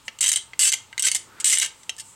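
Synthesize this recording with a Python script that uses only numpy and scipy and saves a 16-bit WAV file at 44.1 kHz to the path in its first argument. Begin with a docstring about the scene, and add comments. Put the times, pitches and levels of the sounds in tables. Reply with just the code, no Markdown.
"""A razor knife trims the bore of a hand-held plastic ring, close up in a small workshop, over a low hum.
A blade tap opens; fast stick-slip scrapes, broken by single snags, follow in bursts with taps between.
Soft knocks mark the blade leaving the rim; late on come taps, a faint scrape, a faint whistle and a rub.
Noisy contact forces drive ring and blade resonances; hands and bench reflect, and the room rings briefly.
Shaped noise makes the glove rubs, the whistle-like tone, the room floor and the fan-like hum."""
import sys
import numpy as np
from scipy import signal
from scipy.fft import rfft, irfft, next_fast_len
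from scipy.io import wavfile
from scipy.ndimage import uniform_filter1d, minimum_filter1d, map_coordinates

SR = 44100
rng = np.random.default_rng(int(sys.argv[2]) if len(sys.argv) > 2 else 0)


def dump_mix(stems):
    """Bounce the given channels to the path in sys.argv[1] as a 16-bit WAV at rate SR."""
    frames = np.atleast_2d(stems).T  # one column per channel
    limited = np.clip(frames, -1, 1)  # hard clip at full scale
    pcm = np.round(limited * 32767).astype(np.int16)
    wavfile.write(sys.argv[1], SR, pcm)


N = 94815

# the blade shaving: [start t/s, length t/s, level/dB, brightness/dB per octave, favoured ring f/Hz]
SCRAPE_STROKES = [(0.2077, 0.0092, -15, 1, 8170), (0.22, 0.031, -20.5, -1.5, 7650),
                  (0.2611, 0.014, -19.5, -1.5, 6170), (0.288, 0.0053, -11, 0.5, 6170),
                  (0.3642, 0.01, -24.5, -3, 7500), (.5925, 0.063, -14.5, 0.5, 7870),
                  (0.6638, 0.032, -17, 0, 6170), (0.734, 0.006, -16, -1, 3230),
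                  (.995, 0.005, -16.5, -0.5, 8050), (1.0375, 0.002, -22.5, -5, 7800),
                  (1.047, 0.0204, -17.5, -0.5, 7850), (1.067, 0.013, -18, -2, 6170),
                  (1.153, 0.01, -22, -1.5, 7800), (1.401, 0.0064, -26.5, -0.5, 3380),
                  (1.444, 0.055, -17, 0.5, 8220), (1.503, .052, -17, 0, 2100),
                  (1.56, 0.0061, -25, -2.5, 7300), (1.615, 0.014, -19, -3.5, 8040),
                  (1.631, 0.023, -26, -4.5, 7650), (1.982, 0.028, -35, 0, 5170)]
# the edge catches and jumps free: [t/s, level/dB]
SNAG_EVENTS = [(0.2265, -37), (0.2407, -11.5), (0.2608, -10), (0.2799, -9.5), (0.317, -7), (.330, -13),
               (0.3371, -14.5), (.359, -5), (.719, -15), (.7245, -11.5), (1.0238, -12.5), (1.0289, -15.5),
               (1.0847, -11.5), (1.1157, -7.5), (1.148, -8), (1.4451, -14.5), (1.498, -11.5), (1.573, -13),
               (1.585, -7.5), (1.599, -11.5), (1.611, -20.5), (1.661, -18.5)]
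# the blade is set down on the rim: [t/s, level/dB, brightness/dB per octave, favoured ring f/Hz, its lift/dB]
TAP_EVENTS = [(0.0809, -19, -0.5, 2060, 8), (.188, -29.5, 7.5, 2980, 5), (0.534, -29, -3.5, 2380, 7),
              (.928, -29.5, -1, 2100, 8), (0.979, -17.5, 5, 2140, 11.5), (1.833, -40, 5, 3600, 6),
              (1.8944, -15, 5, 2860, 6), (1.966, -39, 11.5, 4140, 6)]
# the blade leaves the rim and the ring knocks softly: [t/s, level/dB]
KNOCK_EVENTS = [(.333, -51), (.368, -52), (.738, -41), (1.15, -43), (1.628, -47)]
# mean resonances of ring and blade: [f/Hz, width f/Hz, lift/dB]
RING_MODES = [(1284, 22, 7), (1570, 24, 12), (1804, 49, 9), (2100, 128, 14), (2946, 190, 14.5),
              (3200, 47, 12.5), (3810, 114, 8), (4540, 33, 9), (4580, 27, -12.5), (6170, 94, 7.5),
              (6940, 66, 6), (7660, 310, 4.5), (8270, 330, 3.5), (9290, 440, 2.5)]
# relative colour of scrapes and snags: [f/Hz, level/dB]
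SCRAPE_TONE = [(100, -46.5), (400, -24.5), (1000, -19), (1500, -15), (2200, -9), (4500, -2.5), (6500, 2.5),
               (8300, 6.5), (10000, -2.5), (12500, -11.5), (15500, -23)]
# relative colour of taps: [f/Hz, level/dB]
TAP_TONE = [(100, -32), (400, -6.5), (1200, -7.5), (2300, -5), (4000, -5), (8000, -5.5), (11000, -24.5),
            (15500, -32)]
# relative colour of knocks: [f/Hz, level/dB]
KNOCK_TONE = [(100, -16.5), (330, -6.5), (800, 1), (1300, -3), (2500, -34), (15000, -62)]
# time for the room to die by 60 dB: [f/Hz, t/s]
ROOM_DECAY = [(200, 0.62), (1000, 0.49), (3000, 0.24), (8000, 0.26), (15000, 0.16)]
# colour of the room tail: [f/Hz, level/dB]
ROOM_TONE = [(300, 7), (1200, 2), (2100, 2), (3200, 7.5), (5000, 5), (8000, 2), (14000, 0.5)]
# sideways reflections: [f/Hz, side level/dB]
SIDE_TONE = [(60, 2), (92, 7), (140, -2), (210, 8), (330, 4), (500, -12.5), (770, -5), (1170, -22),
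             (1790, -29), (2740, -14.5), (4190, -21), (6410, -11), (9810, -21), (15000, -32)]
# stereo balance of knife and room: [f/Hz, left minus right level/dB]
LEFT_RIGHT = [(300, 6.5), (1000, .4), (2200, 0.8), (4200, 0.5), (8000, -0.5)]
# glove rubs and one brief, narrow whistle-like tone near 2 s:
# [middle t/s, half length t/s, level/dB, centre f/Hz, width/octaves]
RUBS_AND_WHISTLE = [(0.069, 0.013, -50, 7800, 0.18), (1.32, .045, -55, 1280, .3),
                    (1.403, 0.042, -49, 1460, 0.47), (1.375, 0.24, -58, 330, 1),
                    (1.81, 0.057, -56.5, 7860, 0.17), (1.998, 0.0085, -45.5, 1760, 0.019),
                    (2.09, 0.049, -49, 7700, 0.18)]
# relative colour of the room noise: [f/Hz, level/dB]
FLOOR_TONE = [(15, -63), (25, -5), (113, -6), (289, -9), (359, -11.5), (703, -13.5), (1110, -8.5),
              (1240, -6), (1410, -11.5), (1710, -14.5), (2920, -11.5), (5730, -18), (8130, -13.5),
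              (10900, -27), (15500, -27)]
# bands of the hum, before panning: [f/Hz, width f/Hz, level/dB]
HUM_BANDS = [(61.6, 4.5, -73), (97, 16, -69.5), (119.5, 8.4, -69.5), (896, 71, -64)]
# likeness of left and right in the noises: [f/Hz, correlation]
LIKENESS = [(30, 0.33), (125, 0.64), (250, 0.88), (500, .87), (1000, 0.98), (10000, 0.97)]

SLIP_HZ, SLIP_SCATTER = 329.2, 0.45  # median slip rate; log scatter of the period
SLIP_SPREAD_DB, SLIP_S, DRAG_DB = 3, 0.0016, -16  # +/- slip size; slip decay; steady drag
FLUTTER_HZ, FLUTTER_DB = 140.4, 2.5  # the cutting pressure flutters irregularly
RELEASE_S, SCRAPE_RING_DB, SCRAPE_RING_WIDTH_HZ = 0.0043, 7, 300
SNAG_S = 0.001  # Gaussian fall of the snag force
CHATTER_DB, CHATTER_S = -18.5, 0.015  # the blade skids on after a snag
TAP_S, TAP_RING_WIDTH_HZ = 0.0022, 780
TAP_PUSH = 3.86  # the first clean blow, relative to the grit
KNOCK_S = 0.0064
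MODE_DRIFT, MODE_SPREAD_DB = 0.0088, 2  # scatter of pitch (fraction) and lift as grip and contact change
NEAR_DB, NEAR_S = -4.5, 0.0045  # reflections from hands and bench
ROOM_DB, SIDE_ROOM_DB = -15.5, -19.5  # room before its colour; extra room in the side signal
TAP_SEND_DB = -4  # taps and knocks reach the room less than scrapes do
SIDE_S = 0.0036  # spread of the sideways reflections
FLOOR_DB = -55.5
HUM_PAN_DB = 1.5  # up on the left, down on the right
LIMIT_DB, LIMIT_HOLD_S, TOP_HZ = -6.5, 0.0023, 16000


def scrapes():
    """The edge sticks and slips hundreds of times a second; the colour shifts as it travels."""
    out, t = np.zeros(N), np.arange(SR // 8) / SR
    for start, length, db, tilt, ring_hz in SCRAPE_STROKES:
        gaps = np.exp(SLIP_SCATTER * rng.standard_normal(size=128)) / SLIP_HZ
        sizes = amp(SLIP_SPREAD_DB * rng.uniform(-1, 1, len(gaps)))
        slip_times = np.cumsum(gaps) - gaps[0]  # the first slip opens the stroke
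        slips = np.bincount((slip_times * SR).astype(int), sizes ** 2, len(t))[:len(t)]
        slip_power = signal.lfilter([1], [1, -np.exp(-2 / (SLIP_S * SR))], slips)
        force = np.sqrt(slip_power + amp(DRAG_DB) ** 2)
        force *= amp(FLUTTER_DB * wobble(FLUTTER_HZ, len(t)))
        force /= np.sqrt(np.mean(force[t <= length] ** 2))
        force *= np.exp(-np.maximum(t - length, 0) / RELEASE_S)
        travel = np.clip(t / length, 0, 1)
        ring = (ring_hz, SCRAPE_RING_WIDTH_HZ, SCRAPE_RING_DB)
        # crossfade between two draws of the resonances
        for share in (1 - travel, travel):
            contact = grit(force * np.sqrt(share))
            add(out, start, amp(db) * body(contact, SCRAPE_TONE, tilt, [ring]))
    return out


def snags():
    """The caught edge jumps free in one big slip, then skids weakly."""
    out, t = np.zeros(N), np.arange(SR // 12) / SR
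    for start, db in SNAG_EVENTS:
        jump = np.exp(-(t / SNAG_S) ** 2 / 2)
        skid = amp(CHATTER_DB) * np.exp(-t / CHATTER_S)
        add(out, start, amp(db) * body(grit(jump + skid), SCRAPE_TONE, tilt_db=0.0))
    return out


def taps():
    """A clean push plus short grit makes the set-down blade ring the plastic."""
    out, t = np.zeros(N), np.arange(SR // 24) / SR
    for start, db, tilt, ring_hz, ring_db in TAP_EVENTS:
        force = grit(np.exp(-t / TAP_S)) + TAP_PUSH * (t == 0)
        ring = (ring_hz, TAP_RING_WIDTH_HZ, ring_db)
        add(out, start, amp(db) * body(force, TAP_TONE, tilt, [ring]))
    return out


def knocks():
    """The hand-held ring recoils dully as the load comes off."""
    out, t = np.zeros(N), np.arange(SR // 16) / SR
    for start, db in KNOCK_EVENTS:
        force = grit(np.exp(-t / KNOCK_S))
        add(out, start, amp(db) * body(force, KNOCK_TONE, tilt_db=-7))
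    return out


def grit(envelope):
    """Tiny fractures of the plastic: random signs under a force envelope."""
    return envelope * rng.choice([-1, 1], len(envelope))


def body(force, colour, tilt_db, favoured=(), size=8192):
    """Ring and blade answer a contact force and hands and bench reflect it, differently at each touch."""
    hz = np.fft.rfftfreq(size, 1 / SR)
    chance = rng.standard_normal((len(RING_MODES), 2))
    lift = 0
    for (f, width, db), (louder, higher) in zip(RING_MODES, chance):
        lift = lift + amp(db + MODE_SPREAD_DB * louder) ** 2 * peak(hz, f * (1 + MODE_DRIFT * higher), width)
    tilt = tilt_db * np.log2(np.clip(hz, 1500, 9000))
    gain = amp(along(colour, hz) + tilt) * np.sqrt(1 + lift)
    for f, width, db in favoured:
        gain = gain * amp(db * peak(hz, f, width))
    # folding the cepstrum gives minimum phase: the response starts at once
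    cepstrum = irfft(np.log(unit(gain) + 1e-6))
    cepstrum[1:size // 2] *= 2
    cepstrum[size // 2 + 1:] = 0
    resonance = np.exp(rfft(cepstrum))
    t = np.arange(size // 4) / SR
    near = rng.standard_normal(len(t)) * np.exp(-t / NEAR_S) * (t > .001)
    paths = (t == 0) + amp(NEAR_DB) * near / np.linalg.norm(near)
    sound = signal.fftconvolve(force, irfft(resonance * rfft(paths, size)))
    return sound * np.linalg.norm(force) / np.linalg.norm(sound)  # keep the energy of the force


def sideways(knife):
    """Close reflections smear the knife into a short, decaying side signal."""
    t = np.arange(SR // 50) / SR
    echoes = rng.standard_normal(len(t)) * np.exp(-t / SIDE_S)
    spread = signal.fftconvolve(knife, echoes / np.linalg.norm(echoes))[:N]
    return filtered(spread, lambda hz: amp(along(SIDE_TONE, hz)))


def room(x, count=12):
    """A short tail, each frequency dying at its own speed; successive random tails crossfade evenly."""
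    out = np.zeros(N)
    for k in range(count):
        share = np.maximum(0, 1 - np.abs(np.linspace(0, count - 1, N) - k))
        hz, t, z = signal.stft(rng.standard_normal(SR // 2), SR, nperseg=256)
        decay = amp(-60 * t / along(ROOM_DECAY, hz)[:, None])
        tail = signal.istft(z * decay, SR, nperseg=256)[1]
        out += signal.fftconvolve(x * np.sqrt(share), tail / np.linalg.norm(tail))[:N]
    return amp(ROOM_DB) * filtered(out, lambda hz: amp(along(ROOM_TONE, hz)))


def rubs_and_whistle():
    """Bands of noise swell and fade: wide for the glove rubs, very narrow for the faint whistle-like tone."""
    out, t = np.zeros((2, N)), np.arange(N) / SR
    for middle, half, db, f, octaves in RUBS_AND_WHISTLE:
        swell = np.exp(-((t - middle) / half) ** 2 / 2)
        band = air(lambda hz: 1 / (1 + (np.log2((hz + 1) / f) / octaves) ** 2))
        out += amp(db) * swell * band
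    return out


def hum():
    """Narrow noise bands make a fan-like hum, louder on the left."""
    out, ears = np.zeros((2, N)), np.array([[1], [-1]])
    for f, width, db in HUM_BANDS:
        out += amp(db + HUM_PAN_DB * ears) * air(lambda hz: peak(hz, f, width))
    return out


def room_noise():
    """Steady coloured noise, rolled off below 45 Hz."""
    return amp(FLOOR_DB) * air(lambda hz: amp(along(FLOOR_TONE, hz)) * hz / np.hypot(hz, 45))


def air(response):
    """Stereo noise of rms 1: mid and side shares set how alike the ears are."""
    def shares(hz):
        """Mid and side gains for the wanted correlation."""
        angle = np.arccos(np.clip(along(LIKENESS, hz), -1, 1)) / 2
        return np.array([np.cos(angle), np.sin(angle)])
    mid, side = filtered(rng.standard_normal((2, N)), lambda hz: response(hz) * shares(hz))
    return unit(np.array([mid + side, mid - side]))


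def amp(db):
    """Decibels to gain."""
    return 10 ** (np.asarray(db) / 20)


def unit(x):
    """Scale to rms 1."""
    return x / np.sqrt(np.mean(x ** 2) + 1e-20)


def along(points, hz):
    """Read a curve of (f/Hz, value) points on a log frequency axis."""
    f, v = np.transpose(points)
    return np.interp(np.log(hz + 1), np.log(f + 1), v)


def filtered(x, response):
    """Shape x by a gain that depends on frequency."""
    m = next_fast_len(N + SR // 2)
    return irfft(rfft(x, m) * response(np.fft.rfftfreq(m, 1 / SR)), m)[..., :N]


def add(track, start, sound):
    """Mix a sound in at a time in seconds."""
    part = track[round(start * SR):][:len(sound)]
    part += sound[:len(part)]


def peak(hz, centre, width):
    """A resonance curve of height 1."""
    return 1 / (1 + (2 * (hz - centre) / width) ** 2)


def wobble(rate, size):
    """A smooth random curve, rate knots a second."""
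    return map_coordinates(rng.standard_normal(size=256), [np.arange(size) * rate / SR])


def scene():
    """The knife is near the middle; close reflections and the room give it a little width."""
    cutting = scrapes() + snags()
    tapping = taps() + knocks()
    knife = cutting + tapping
    send = cutting + amp(TAP_SEND_DB) * tapping
    side = sideways(knife) + amp(SIDE_ROOM_DB) * room(send)
    ears = np.array([[1], [-1]])
    stereo = knife + room(send) + ears * side
    balanced = filtered(stereo, lambda hz: amp(ears * along(LEFT_RIGHT, hz) / 2))
    return balanced + rubs_and_whistle() + hum() + room_noise()


def record(dry):
    """A fast limiter holds down the peaks of both channels; nothing is kept above the band limit."""
    needed = np.minimum(1, amp(LIMIT_DB) / (np.abs(dry).max(axis=0) + 1e-9))
    hold = max(2, int(LIMIT_HOLD_S * SR))
    gain = uniform_filter1d(minimum_filter1d(needed, hold), hold)
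    return filtered(dry * gain, lambda hz: hz < TOP_HZ)


dry = scene()
out = record(dry)
dump_mix(out)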